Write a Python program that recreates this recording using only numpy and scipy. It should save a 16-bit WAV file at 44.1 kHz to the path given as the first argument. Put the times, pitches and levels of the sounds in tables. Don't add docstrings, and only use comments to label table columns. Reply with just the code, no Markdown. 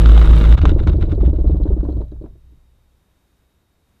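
import sys
import numpy as np
from scipy import signal
from scipy.fft import rfft, irfft
from scipy.io import wavfile
from scipy.ndimage import uniform_filter1d

SR = 44100
rng = np.random.default_rng(int(sys.argv[2]) if len(sys.argv) > 2 else 0)


def generate_wav(signal):
    frames = np.transpose(np.atleast_2d(signal))
    scaled = np.clip(frames, -1, 1) * 32767
    pcm = np.round(scaled).astype(np.int16)
    wavfile.write(sys.argv[1], SR, pcm)


N = 176400


def undb(db):
    return 10 ** (np.asarray(db) / 20)


def unit(x):
    return x / np.sqrt(np.mean(x ** 2))


def noise():
    return rng.standard_normal(N)


def walk(rate_hz):
    step = max(int(SR / rate_hz), 2)
    joined = np.interp(np.arange(N) / step, np.arange(N), noise())
    return unit(uniform_filter1d(joined, step))


def colour(x, points):
    hz, db = np.array(points, float).T
    f = np.maximum(np.arange(N // 2 + 1) * SR / N, 1)
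    gain = unit(undb(np.interp(np.log(f), np.log(hz), db)))
    cepstrum = irfft(np.log(gain), N)
    cepstrum[1:N // 2] *= 2
    cepstrum[N // 2 + 1:] = 0
    response = irfft(np.exp(rfft(cepstrum)), N)[:N // 8]
    return irfft(rfft(x, 2 * N) * rfft(response, 2 * N))[:N]


def grit(spread_db):
    size = np.clip(noise(), -2.5, 2.5)
    return unit(noise() * undb(spread_db * size))


def die_away(kicks, decay_s):
    return signal.lfilter([1], [1, -np.exp(-1 / (decay_s * SR))], kicks)


def bursts(rows, decay_s):
    kicks = np.zeros(N)
    for s, db in rows:
        kicks[int(s * SR)] += undb(db)
    return die_away(kicks, decay_s)


CONTACT_S = .0019


def contact(age):
    return 1 - np.exp(-(age / CONTACT_S) ** 2)


def ring_down(age, t60):
    return np.exp(-np.log(1000) * age / t60)


# [f/Hz, level/dB, t60/s]
FRAME_MODES = [(207, -13.5, .09), (235.8, -9.5, .15), (292, -9.5, .11), (365, -9.5, .07), (446, -11, 0.091),
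               (583.5, -18, .14), (622.5, -23, .13), (707, -32.5, .09), (890, -33.5, .1), (972, -39, .09),
               (1230, -42.5, .06)]


def strike(rows, scatter_db, detune):
    out, age = np.zeros(N + SR), np.arange(SR // 5) / SR
    hz, mode_db, t60 = np.array(FRAME_MODES).T[:, :, None]
    for s, blow_db in rows:
        size, shift = rng.uniform(-1, 1, (2, len(FRAME_MODES), 1))
        level = undb(blow_db + mode_db + scatter_db * size)
        tone = np.sin(2 * np.pi * hz * (1 + detune * shift) * age)
        ring = level * ring_down(age, t60) * tone
        start = int(s * SR)
        out[start:start + len(age)] -= contact(age) * ring.sum(0)
    return out[:N]


# [multiple of the firing rate, level/dB]
THROB_PARTIALS = [(.5, -14), (1, -0.5), (1.5, -28), (2, -20), (3, -16.5), (4, -34), (5, -36), (6, -24),
                  (7, -29), (9, -29.5), (11, -34.5)]
ORDER_WANDER = 0.0092


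def throb(turns):
    total = np.zeros(N)
    for multiple, db in THROB_PARTIALS:
        waver = (multiple > 3.5) * ORDER_WANDER * walk(30)
        total += undb(db) * np.cos(2 * np.pi * multiple * (turns + waver))
    return unit(total) * undb(1.5 * np.tanh(walk(45)))


# [f/Hz, level/dB per Hz, relative]
GAS_COLOUR = [(200, 9), (500, 2.5), (800, 3), (1400, 4), (1850, -6), (2150, -2.5), (2500, -8), (2900, -3.5),
              (3250, -9), (3700, -1.5), (4000, -8.5), (4250, -14.5), (5200, -21), (8000, -29),
              (14000, -71.5)]
RUN_GAS_DB, GAS_FADE_DB_PER_S = -28.5, 2
GAS_PULSE_DB, GAS_FLUTTER_DB = 2.5, 5.5


def running_gas(t, turns):
    pulse_db = GAS_PULSE_DB * np.cos(4 * np.pi * turns)
    flutter_db = GAS_FLUTTER_DB * np.tanh(walk(400))
    gas = unit(undb(pulse_db + flutter_db) * noise())
    return colour(gas, GAS_COLOUR) * undb(RUN_GAS_DB - GAS_FADE_DB_PER_S * t)


# [f/Hz, level/dB per Hz, relative]
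SPIT_COLOUR = [(2000, 0.5), (7000, -1.5), (14000, -7), (20000, -12.5)]
SPIT_DB, SPITS_PER_S, SPIT_S = -50.5, 400, .0006


def spitting():
    ticks = 1. * (rng.random(N) < SPITS_PER_S / SR)
    return colour(unit(die_away(ticks, SPIT_S) * noise()), SPIT_COLOUR) * undb(SPIT_DB)


FIRING_HZ, LAST_FIRING_S, CUT_S = 54.3, .542, .556
THROB_DB, RUN_KNOCK_DB = -6, -20.5


def running(t):
    turns = FIRING_HZ * (t - LAST_FIRING_S) + 0.014 * walk(25)
    on = np.clip((CUT_S - t) / 0.0035, 0, 1)
    exhaust = undb(THROB_DB) * throb(turns) + running_gas(t, turns) + spitting()
    firings = np.arange(LAST_FIRING_S, 0, -1 / FIRING_HZ)
    late, harder = rng.standard_normal((2, len(firings)))
    blows = zip(np.abs(firings + 0.0014 * late), RUN_KNOCK_DB + 2 * harder)
    return on * exhaust + strike(blows, scatter_db=6, detune=0.039)


# [t/s, level/dB]
ROCKING_LEVEL = [(.55, -16), (1.3, -19), (1.8, -25.5), (1.9, -21), (1.98, -20), (2.09, -35), (2.2, -33.5),
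                 (2.34, -40.5), (2.38, -48.5), (2.55, -46.5), (2.63, -52.5), (3.0, -66), (3.3, -77.5)]
# [f/Hz, level/dB per Hz, relative]
SHUDDER_COLOUR = [(12, -13.5), (25, 7.5), (50, -5), (95, -2), (130, -7.5), (200, -22), (400, -28),
                  (1000, -78.5)]
ROCK_HZ, SHUDDER_DB = 60.01, -1


def rocking(t):
    hz = ROCK_HZ * (1 + .07 * walk(20))
    sway = np.sqrt(2) * np.sin(2 * np.pi * np.cumsum(hz) / SR) * undb(-0.5 + 1.6 * walk(25))
    shudder = undb(SHUDDER_DB) * colour(noise(), SHUDDER_COLOUR)
    return undb(np.interp(t, *np.array(ROCKING_LEVEL).T)) * (sway + shudder)


# [f/Hz, level/dB per Hz, relative]
AIR_COLOUR = [(20, -10), (62, 0), (100, -4.5), (140, -12), (168, -8.5), (230, -14), (330, -15),
              (500, -19.5), (1000, -23), (2000, -28.5), (3500, -31.5), (6000, -35.5), (14000, -36.5)]
AIR_DB = -62.5


def lake_air():
    return colour(noise(), AIR_COLOUR) * undb(AIR_DB + .6 * walk(4))


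# [f/Hz, level/dB, rms wobble/Hz]
WHINE_TONES = [(3740, -82, 40), (12000, -91, 4)]


def whine():
    total = np.zeros(N)
    for hz, db, wobble in WHINE_TONES:
        cycles = np.cumsum(hz + wobble * walk(150)) / SR
        total += undb(db) * np.sqrt(2) * np.sin(2 * np.pi * cycles)
    return total


# [t/s, level/dB before colouring]
POP_TIMES = [(0.059, -15), (.096, -19.5), (.177, -16), (.215, -18), (.374, -26), (0.448, -26),
             (0.5253, -18.5), (.616, -23), (0.654, -11), (0.693, -19.5), (0.8726, -18), (1.027, -27.5),
             (1.119, -29.5), (1.25, -38), (1.295, -46)]
# [t/s, relative pressure level/dB, f/Hz, relative hiss level/dB]
PUFF_TIMES = [(0.584, -3, 64.5, -30), (0.624, -4, 62.7, -36), (.636, -5, 66, -47.5),
              (0.672, -0.5, 58, -28.5), (.712, -4, 61.3, -34.5), (0.753, -8.5, 69.3, -58),
              (0.798, -4.5, 65, -38.5), (0.839, -6, 52.3, -43), (0.889, 0.5, 63.2, -32),
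              (0.931, -1.5, 60, -38), (0.966, -9, 56, -64), (1.024, -3, 61.4, -35.5),
              (1.061, -22, 45.8, -54.5), (1.116, -2.5, 62.4, -35.5), (1.154, -15, 46, -66.5),
              (1.214, -2.5, 54.2, -48.5), (1.257, -6, 52.7, -46), (1.272, -3, 53, -44),
              (1.304, -6.5, 56.6, -59), (1.365, -21, 40.7, -53.5), (1.414, -11.5, 44, -58),
              (1.476, -3.5, 49, -53), (1.52, -8.5, 54.5, -50), (1.534, -3.5, 65.7, -69.5),
              (1.571, -8.5, 46.5, -54.5), (1.632, -5, 41.3, -56), (1.693, -4.5, 61.7, -58),
              (1.733, -5, 48.4, -61.5), (1.802, -8.5, 42, -55)]
# [t/s, level/dB before colouring]
CRACK_TIMES = [(.577, -26.5), (.586, -25), (.591, -25), (.674, -24.5), (.717, -30), (.801, -28),
               (.831, -37.5), (.884, -34), (.8945, -25.5), (.933, -28)]
PUFF_DB, PUFF_CYCLES = -1.8, 0.7
HISS_DB, HISS_S, CRACK_S = -0.5, 0.0083, .0015
POP_DECAY_S, POP_RING_HZ, POP_RING_DB = .003, 1432, -10
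PIPE_HZ, PIPE_DB, PIPE_S = 165.3, -14, 0.012


def sputter(t):
    thump, hiss = np.zeros(N), np.zeros(N)
    for s, db, hz, hiss_db in PUFF_TIMES:
        near = slice(int(s * SR) - SR // 10, int(s * SR) + SR // 10)
        age = t[near] - s
        swing = 2 * np.pi * hz * age
        swell = np.exp(-(age * hz / PUFF_CYCLES) ** 2)
        thump[near] += undb(db) * swell * (np.cos(swing) + 0.14 * np.cos(2 * swing))
        hiss[near] += undb(hiss_db) / np.cosh(age / HISS_S)
    pops = bursts(POP_TIMES, POP_DECAY_S)
    cracks = bursts(CRACK_TIMES, CRACK_S)
    crackle = unit(grit(spread_db=4.0) * undb(6.2 * np.tanh(walk(250))))
    gas = undb(HISS_DB) * hiss * crackle + (pops + cracks) * noise()
    muffler = undb(POP_RING_DB) * pops * np.sin(2 * np.pi * POP_RING_HZ * t)
    puffs = bursts([row[:2] for row in PUFF_TIMES], PIPE_S)
    pipe = undb(PIPE_DB) * puffs * np.sin(2 * np.pi * PIPE_HZ * t)
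    soften = signal.butter(4, 2 * PIPE_HZ, fs=SR, output="sos")
    return undb(PUFF_DB) * thump + colour(gas, GAS_COLOUR) + muffler + signal.sosfilt(soften, pipe)


# [t/s, relative level/dB, f/Hz]
PISTON_KNOCKS = [(0.6347, -12.5, 304), (0.6473, -20, 425), (0.6835, -18, 289.0), (0.716, -13.5, 309.0),
                 (0.7607, -14.5, 333), (0.8086, -17.5, 324), (0.8663, -14, 301.0), (0.8921, -18, 353),
                 (0.942, -17.5, 302), (0.9837, -18.5, 341), (1.0338, -17, 325), (1.0777, -19, 327),
                 (1.1247, -15.5, 308), (1.178, -19.5, 375), (1.2302, -13.5, 338), (1.2768, -15.5, 301),
                 (1.33, -17, 315), (1.3853, -17, 320), (1.442, -17, 314), (1.4955, -15.5, 320),
                 (1.5437, -16.5, 312), (1.5999, -17.5, 299), (1.6538, -14.5, 310), (1.704, -17.5, 384.0),
                 (1.765, -19, 310), (1.8303, -16.5, 308.0), (1.8508, -25, 287), (1.8869, -17.5, 305),
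                 (1.9258, -27.5, 326.0), (1.9665, -23, 296), (2.005, -23, 340), (2.1202, -29, 302),
                 (2.2117, -29, 322.0), (2.2392, -26, 309), (2.353, -49, 338), (2.5216, -51.5, 298.0)]
THUD_DB, THUD_T60_S = -.5, 0.059


def thuds():
    out, age = np.zeros(N), np.arange(SR // 5) / SR
    shape = contact(age) * ring_down(age, THUD_T60_S)
    shape /= shape.max()
    for s, db, hz in PISTON_KNOCKS:
        start = int(s * SR)
        out[start:start + len(age)] -= undb(db) * shape * np.sin(2 * np.pi * hz * age)
    return undb(THUD_DB) * out


# [f/Hz, level/dB per Hz, relative]
RATTLE_COLOUR = [(250, -5), (380, 7), (520, -10), (640, -6), (790, -17.5), (950, -18.5), (1500, -32.5),
                 (2000, -46), (3200, -44), (3900, -43), (5500, -57.5), (12000, -74)]
RATTLE_DB, RATTLE_S, RATTLE_LOW_HZ = -14.5, 0.032, 420


def rattle(blows):
    shaken = uniform_filter1d(bursts(blows, RATTLE_S), size=560)
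    gritty = unit(grit(spread_db=3.5) * undb(np.tanh(walk(250))))
    thin = signal.butter(4, RATTLE_LOW_HZ, "high", fs=SR, output="sos")
    return undb(RATTLE_DB) * signal.sosfilt(thin, colour(shaken * gritty, RATTLE_COLOUR))


# [t/s, level/dB before smoothing and colouring]
CHATTER_TIMES = [(.742, -52.5), (0.831, -52), (.965, -54), (1.057, -55.5), (1.148, -55), (1.33, -63),
                 (1.356, -60), (1.406, -58), (1.478, -54.5), (1.512, -57.5), (1.569, -58), (1.633, -52),
                 (1.677, -59), (1.73, -62), (1.802, -60), (1.841, -59), (1.9, -61.5), (1.921, -57),
                 (1.97, -61.5), (2.009, -58), (2.043, -66), (2.079, -68), (2.114, -64.5), (2.218, -68)]
# [f/Hz, level/dB per Hz, relative]
METAL_COLOUR = [(2000, -33.5), (2900, -14), (3270, -0.5), (3520, -15.5), (3880, 3), (4300, -4), (4600, -4),
                (5000, -21.5), (5700, -29), (6080, -12), (6400, -21.5), (12000, -44)]
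CHATTER_S = 0.0071


def chatter():
    shaken = uniform_filter1d(bursts(CHATTER_TIMES, CHATTER_S), size=180)
    return colour(shaken * grit(spread_db=5), METAL_COLOUR)


# [t/s, level/dB before colouring]
CLACK_TIMES = [(1.207, -33), (1.477, -39.5), (1.676, -39.5), (1.73, -46.5), (1.809, -43.5), (1.85, -41.5),
               (2.016, -43), (2.119, -54), (2.163, -59), (2.26, -47.5), (2.357, -67)]
# [f/Hz, level/dB per Hz, relative]
CLACK_COLOUR = [(300, -12.5), (700, 6.5), (1100, 1), (1600, -6), (2100, -20.5), (3800, -23.5),
                (6000, -35.5), (14000, -62)]


def clacks():
    return colour(bursts(CLACK_TIMES, decay_s=0.005) * noise(), CLACK_COLOUR)


def piston():
    blows = [row[:2] for row in PISTON_KNOCKS]
    frame = strike(blows, scatter_db=3, detune=.04)
    return thuds() + frame + rattle(blows) + chatter() + clacks()


FRAME_RING_S, FRAME_RING_HZ, FRAME_RING_DB, FRAME_RING_LENGTH_S = 2, 639, -46, 0.016


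def frame_ring(t):
    swell = np.exp(-((t - FRAME_RING_S) / FRAME_RING_LENGTH_S) ** 2)
    return undb(FRAME_RING_DB) * swell * np.sin(2 * np.pi * FRAME_RING_HZ * t)


def scene():
    t = np.arange(N) / SR
    engine = running(t) + sputter(t) + piston() + frame_ring(t)
    return (engine + rocking(t) + lake_air() + whine())[None]


CEILING, TOP_HZ = 1.05, 14400


def record(dry):
    rounded = dry / (1 + (dry / CEILING) ** 8) ** (1 / 8)
    top_cut = signal.ellip(8, .2, 70, TOP_HZ, fs=SR, output="sos")
    return signal.sosfilt(top_cut, rounded)


dry = scene()
out = record(dry)
generate_wav(out)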